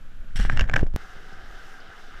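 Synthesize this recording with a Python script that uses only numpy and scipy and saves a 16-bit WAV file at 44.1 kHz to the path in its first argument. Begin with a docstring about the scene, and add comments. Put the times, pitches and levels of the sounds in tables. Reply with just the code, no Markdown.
"""Beside a shallow, stony river: a body-worn camera in a plastic housing, first on the bank, then at the
rapids. Something rubs over the housing (uneven friction noise), which creaks and knocks (short ringing
modes with a crack) and thumps (low fading tones), while the movement makes it rumble (deep noise).
After a few dry ticks and a sharp click the scene cuts to the water's edge, where the rapids rush
steadily (coloured noise and small rising bubbles), coloured by the housing's resonance."""
import sys
import numpy as np
from scipy import signal
from scipy.fft import rfft, irfft
from scipy.io import wavfile
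from scipy.ndimage import uniform_filter1d

SR = 44100
rng = np.random.default_rng(int(sys.argv[2]) if len(sys.argv) > 2 else 0)


def master_out(mix):
    """Clip the mix to full scale and print it as 16-bit PCM to the path in sys.argv[1]."""
    frames = np.transpose(np.atleast_2d(mix))
    ceiling = np.clip(frames, -1, 1)
    pcm = np.round(ceiling * 32767).astype(np.int16)
    wavfile.write(sys.argv[1], SR, pcm)


N = 97020  # length in samples: 2.2 s

# All colours give the balance of pitches only; loudness is set separately.
# colour of the river from the bank, and of the rapids up close: f/Hz, level/dB
BANK_COLOUR = [(59, -29), (100, -5.5), (197, -14), (244, -17.5), (295, -22), (365, -24), (389, -31),
               (513, -26), (1010, -31.5), (1450, -20), (2040, -31), (2990, -31), (4570, -40.5), (7450, -43),
               (9410, -52.5), (11400, -43.5), (16000, -65)]
RAPIDS_COLOUR = [(59, -31), (100, -6.5), (138, -7.5), (174, -6), (277, -8), (442, -9.5), (608, -12.5),
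                 (768, -4.5), (872, -13.5), (950, -15), (1130, -11.5), (1250, -3), (1610, -0.5),
                 (1870, -10), (2080, -9), (2320, -18), (2990, -12.5), (3250, -16), (3780, -16.5),
                 (4200, -21.5), (5420, -20), (9020, -33.5), (13800, -36), (14700, -44), (16000, -74)]
# loudness of the river heard from the bank: t/s, level/dB
BANK_LEVEL = [(0, -53), (.33, -53), (.85, -60), (.96, -57)]
# single splashes in the rapids: t/s, level/dB, centre f/Hz
SPLASHES = [(1.329, -54, 5100), (1.803, -53, 4930)]
# rumble of the moving camera: t/s, level/dB; its colour: f/Hz, level/dB
SWAY_LEVEL = [(0, -33.5), (.08, -33), (.32, -28), (.39, -16), (.47, -16.5), (.62, -15), (.70, -21),
              (.83, -16), (.90, -22), (.955, -16), (.965, -38.5), (1.5, -35.5), (1.95, -42.5), (2.2, -33)]
SWAY_COLOUR = [(5, -10.5), (13, 11), (25, -10.5), (45, -20.5), (80, -29), (160, -51.5), (320, -66),
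               (700, -98), (2000, -125)]
# dull thumps: t/s, level/dB, f/Hz, time to fade by 60 dB/s
THUMPS = [(.245, -40.5, 168, 0.045), (0.3555, -25.5, 129, 0.059), (.392, -12, 37, 0.27),
          (.396, -19.5, 186, 0.066), (0.451, -11, 110, 0.014), (0.5, -19.5, 153, .03),
          (.530, -17.5, 108, 0.082), (.617, -8, 46, 0.11), (.742, -21, 128, 0.077), (0.775, -20, 247, 0.03),
          (0.8284, -7, 103, 0.025), (0.8301, -8.5, 363, .014), (0.944, -6, 35, 0.055),
          (1.164, -34.5, 131, 0.02), (1.327, -39.5, 162, 0.055), (1.89, -41.5, 68.4, 0.11)]
# handling noise carried through the housing: t/s, level/dB; its colour: f/Hz, level/dB
HANDLING_LEVEL = [(.34, -79), (.36, -49), (.40, -44), (.44, -40), (.52, -33), (.62, -29.5), (.68, -38),
                  (.76, -25), (.82, -32), (.86, -36), (.90, -46), (.96, -67)]
HANDLING_COLOUR = [(20, -13.5), (55, 5), (100, -3), (200, -10), (400, -22.5), (750, -23.5), (1100, -36),
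                   (3000, -72)]
# bright scrape over the housing: t/s, level/dB; its colour: f/Hz, level/dB
SCRAPE_LEVEL = [(.354, -78.5), (.358, -38.5), (.365, -33), (.385, -40), (.402, -38), (.455, -45),
                (.485, -59), (.53, -48), (.56, -77)]
SCRAPE_COLOUR = [(290, -54), (500, -31), (718, -11.5), (919, -12), (1180, -15), (1320, -11), (1640, 3),
                 (2040, -6), (2500, -10), (2730, -4), (3200, -5), (3860, -12), (4400, -11), (4800, -18),
                 (5630, -5.5), (6230, -20.5), (8330, -16), (9220, -27), (11300, -21), (12100, -41),
                 (14000, -32), (15300, -56), (16000, -78)]
# duller rubbing between the knocks: t/s, level/dB; its colour: f/Hz, level/dB
RUB_LEVEL = [(.37, -84), (.40, -42), (.44, -43.5), (.46, -38), (.485, -49), (.505, -44), (.535, -40),
             (.556, -46), (.568, -41), (.585, -45.5), (.605, -36.5), (.622, -37), (.635, -47), (.675, -55),
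             (.73, -52), (.77, -44), (.788, -47), (.85, -65), (.90, -84)]
RUB_COLOUR = [(290, -32), (500, -20), (586, -35), (740, -27), (1060, -18), (1690, -3.5), (2570, -20),
              (3150, -16.5), (4030, -27.5), (4870, -29), (5630, -26), (6230, -34), (7000, -32.5),
              (9220, -42), (11500, -45), (13800, -55), (16000, -76)]
# knocks and creaks of the housing: t/s, level/dB, centre of the contact's spectrum f/Hz
KNOCKS = [(.3932, -31, 1800), (.3992, -19.5, 1600), (.4505, -18, 1500), (.4981, -11, 1350),
          (.5733, -18.5, 2600), (.5943, -14, 2560), (.6096, -14, 2440), (.6178, -26, 1500),
          (.6408, -27, 1620), (.6775, -34, 1900), (.6897, -27, 1700), (.6971, -17, 1630),
          (.7142, -30.5, 1850), (.7360, -16.5, 1690), (.7388, -9.5, 1730), (.7400, -17, 1690),
          (.7590, -20, 1880), (.7612, -13, 1850), (.7635, -8.5, 1850), (.7648, -16.5, 1800),
          (.7765, -22, 1680), (.7930, -19, 1650), (.8318, -41.5, 2600), (.8395, -45, 2810),
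          (.8655, -38.5, 1690)]
# modes (natural tones) of the housing: f/Hz, relative level/dB, time to fade by 60 dB/s
HOUSING_MODES = [(818, 3.5, 0.022), (1155, -6.5, 0.015), (1330, 2, 0.011), (1575, 4.5, 0.016),
                 (1703, -3.5, 0.016), (2250, -4.5, 0.015), (2745, -2.5, 0.011), (3250, -12, 0.0067),
                 (4460, -4, 0.0095), (5280, -1, 0.017), (6510, -0.5, 0.0081), (7650, -6, .005),
                 (11100, -30, 0.0036)]
# colour of the crack in each knock: f/Hz, level/dB
CRACK_COLOUR = [(250, -15), (700, 2.5), (1100, -7), (1650, 6.5), (2900, -7.5), (4100, -25), (5500, -16.5),
                (7200, -19.5), (9500, -41), (13000, -37), (16000, -60)]
# runs of faint dry ticks: start t/s, end t/s, ticks per second, typical level/dB before dulling
TICKS = [(.784, 0.82, 215, -30), (0.868, 0.872, 300, -38), (0.937, .946, 69, -34), (.952, 0.955, 1130, -37)]

CUT_S = 0.962  # when the bank gives way to the rapids
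RAPIDS_DB, RAPIDS_DRIFT_DB_PER_S = -47.5, -0.15
FLICKER_DB, FLICKER_HZ = 0, 38  # a depth of 0 keeps the rush even
BUBBLES_PER_S, BUBBLE_CYCLES, BUBBLE_SPREAD_DB, BUBBLE_DB = 1200, 7.3, 2.0, -11.5
GURGLE_DB, GURGLE_HZ = 1.5, 7.4  # depth and speed of the swelling
SPLASH_S = 0.0054  # fade time constant
THUMP_ATTACK_S = 0.00059
GRAIN_DB, GRAIN_HZ = 2.5, 450  # depth and speed of the unevenness in the friction
CONTACT_S = 0.0002  # onset time constant of a knock
CONTACT_DB_PER_OCTAVE = 17  # how much weaker a mode rings away from the contact's centre
CRACK_DB, CRACK_S, TAIL_DB, TAIL_S = -6.5, 0.0019, -36.5, 0.0028  # a main fade and a weak tail
CRACK_BRIGHT_DB_PER_OCTAVE, USUAL_CENTRE_HZ = 27.5, 1730
TICK_S, TICK_DULL_HZ = 0.0052, 8600
CUT_CLICK_DB, CUT_CLICK_S = -13.5, 0.0026
TOP_HZ = 15800


def undb(db):
    """Turn decibels into a gain."""
    return 10 ** (np.asarray(db) / 20)


def unit(x):
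    """Scale to an rms (average strength) of 1."""
    return x / np.sqrt(np.mean(x ** 2) + 1e-18)


def times():
    """Time of every sample, in seconds."""
    return np.arange(N) / SR


def frequencies():
    """Frequency of every spectrum bin, in Hz."""
    return np.arange(N // 2 + 1) * SR / N


def curve(rows):
    """Gain over time, by straight lines in dB between the rows."""
    return undb(np.interp(times(), *np.array(rows).T))


def colour(x, points):
    """Shape the spectrum of a sound by points of frequency and level, then scale to rms 1."""
    hz, db = np.array(points).T
    place = np.log(np.maximum(frequencies(), 1))
    gain = undb(np.interp(place, np.log(np.maximum(hz, 1)), db))
    return unit(irfft(rfft(x) * gain, N))


def noise(points):
    """Steady coloured noise."""
    return colour(rng.standard_normal(N), points)


def walk(rate):
    """Smooth random motion of spread 1, mostly slower than the rate in Hz."""
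    spectrum = rfft(rng.standard_normal(N))
    return unit(irfft(spectrum / (1 + (frequencies() / rate) ** 4), N))


def lowpass(x, hz):
    """Gently dull a sound above a frequency."""
    return signal.sosfilt(signal.butter(1, min(hz, SR / 2 - 1), fs=SR, output="sos"), x)


def add(out, start, sound):
    """Mix a sound in at its time."""
    i = int(np.clip(start * SR, 0, N - 1))
    out[i:i + len(sound)] += sound[:N - i]


def ring(t, hz, t60):
    """One tone that fades by 60 dB in t60 seconds."""
    return np.sin(2 * np.pi * hz * t) * np.exp(-np.log(1000) * t / t60)


def water(spectrum, low_hz=400, high_hz=5000, glide=0.14):
    """White water: rushing noise full of small bubbles, each a short fading tone rising in pitch."""
    bubbles = np.zeros(N)
    rush = rng.standard_normal(N) * undb(FLICKER_DB * walk(FLICKER_HZ))
    draws = rng.random((5000, 3))  # more than enough bubbles
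    for when, pitch, size in draws[:int(BUBBLES_PER_S * N / SR)]:
        hz = low_hz + (high_hz - low_hz) * pitch ** 2  # low bubbles are commoner
        life = 2 * BUBBLE_CYCLES / hz
        t = np.arange(int(life * SR)) / SR
        # half the glide in the phase makes the pitch rise by the whole glide
        tone = ring(t, hz * (1 + glide * t / life / 2), life)
        strength = np.sqrt(hz) * undb(-BUBBLE_SPREAD_DB * np.log(1 - size))
        add(bubbles, when * N / SR, tone * strength)
    return colour(rush + undb(BUBBLE_DB) * unit(bubbles), spectrum)


def gurgle(x, count=8):
    """Split a sound into overlapping bands and let each swell and sink on its own."""
    place = np.log(np.maximum(frequencies(), 1))
    centres = np.linspace(np.log(400), np.log(6000), count)
    spectrum = rfft(x)
    out = np.zeros(N)
    for band in np.eye(count):
        part = irfft(spectrum * np.interp(place, centres, band), N)
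        out += part * undb(GURGLE_DB * walk(GURGLE_HZ))
    return out


def river():
    """Faint water from the bank, fuller after the cut to the rapids, with the odd splash of noise."""
    t = times()
    middle = (CUT_S + N / SR) / 2  # of the time at the rapids
    rapids = gurgle(water(RAPIDS_COLOUR)) * undb(RAPIDS_DB + RAPIDS_DRIFT_DB_PER_S * (t - middle))
    for start, db, hz in SPLASHES:
        splash = noise([(hz / 2, -50), (hz, 0), (hz * 2, -50)])
        add(rapids, start, splash * undb(db) * np.exp(-t / SPLASH_S))
    bank = water(BANK_COLOUR) * curve(BANK_LEVEL)
    return np.where(t < CUT_S, bank, rapids)


def sway():
    """Deep rumble from the camera's movement: noise evened out, then made to follow its level curve."""
    rumble = noise(SWAY_COLOUR)
    window = SR // 10
    power = uniform_filter1d(uniform_filter1d(rumble ** 2, window), window)
    return rumble / np.sqrt(power) * curve(SWAY_LEVEL)


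def thumps():
    """Soft bumps against the camera and its mount, each one fading tone with a softened start."""
    out, t = np.zeros(N), np.arange(SR // 5) / SR
    onset = 1 - np.exp(-t / THUMP_ATTACK_S)
    for start, db, hz, t60 in THUMPS:
        add(out, start, undb(db) * ring(t, hz, t60) * onset)
    return out


def grainy(spectrum):
    """Friction noise that catches and slips: its strength changes quickly and unevenly."""
    return colour(rng.standard_normal(N) * undb(GRAIN_DB * walk(GRAIN_HZ)), spectrum)


def rubbing():
    """A bright scrape, then duller rubbing, over the low noise of handling; all stop at the cut."""
    scrape = grainy(SCRAPE_COLOUR) * curve(SCRAPE_LEVEL)
    rub = grainy(RUB_COLOUR) * curve(RUB_LEVEL)
    handling = noise(HANDLING_COLOUR) * curve(HANDLING_LEVEL)
    return (scrape + rub + handling) * (times() < CUT_S)


def knocks():
    """Each slip rings the housing's modes, most those near its centre; a higher centre brightens its crack."""
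    out, t = np.zeros(N), np.arange(SR // 20) / SR
    grit = noise(CRACK_COLOUR)
    dull = lowpass(grit, USUAL_CENTRE_HZ)
    onset = 1 - np.exp(-t / CONTACT_S)
    fade = undb(CRACK_DB) * np.exp(-t / CRACK_S) + undb(TAIL_DB) * np.exp(-t / TAIL_S)
    for k, (start, db, centre) in enumerate(KNOCKS):
        body = np.zeros(len(t))
        for hz, mode_db, t60 in HOUSING_MODES:
            octaves_away = abs(np.log2(hz / centre))
            body += undb(mode_db - CONTACT_DB_PER_OCTAVE * octaves_away) * ring(t, hz, t60)
        body /= np.abs(body * onset).max()
        octaves_up = min(np.log2(centre / USUAL_CENTRE_HZ), 0.2)
        treble = undb(CRACK_BRIGHT_DB_PER_OCTAVE * octaves_up)
        part = slice(k * len(t), (k + 1) * len(t))  # fresh noise for every knock
        crack = (dull[part] + treble * (grit[part] - dull[part])) * fade
        add(out, start, undb(db) * (body + crack) * onset)
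    return out


def ticks(jitter=0.12, scatter_db=7.5):
    """Runs of tiny dry ticks, then the sharp click of the cut; each is a sudden jump that fades away."""
    out, t = np.zeros(N), np.arange(SR // 10) / SR
    for start, end, rate, db in TICKS:
        draws = rng.standard_normal((20, 2))  # more than enough ticks
        count = int((end - start) * rate) + 1
        for k, (late, size) in enumerate(draws[:count]):
            when = start + (k + jitter * late) / rate
            add(out, when, undb(db + scatter_db * size) * np.exp(-t / TICK_S))
    out = lowpass(lowpass(out, TICK_DULL_HZ), TICK_DULL_HZ)
    add(out, CUT_S, undb(CUT_CLICK_DB) * np.exp(-t / CUT_CLICK_S))  # the click stays sharp
    return out


def scene():
    """Mix all sounds into one channel."""
    return (river() + knocks() + thumps() + rubbing() + ticks() + sway())[None]


def record(dry):
    """Cut the top of the treble with a steep filter."""
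    return signal.sosfilt(signal.ellip(8, 0.2, 80, TOP_HZ, fs=SR, output="sos"), dry)


dry = scene()
out = record(dry)
master_out(out)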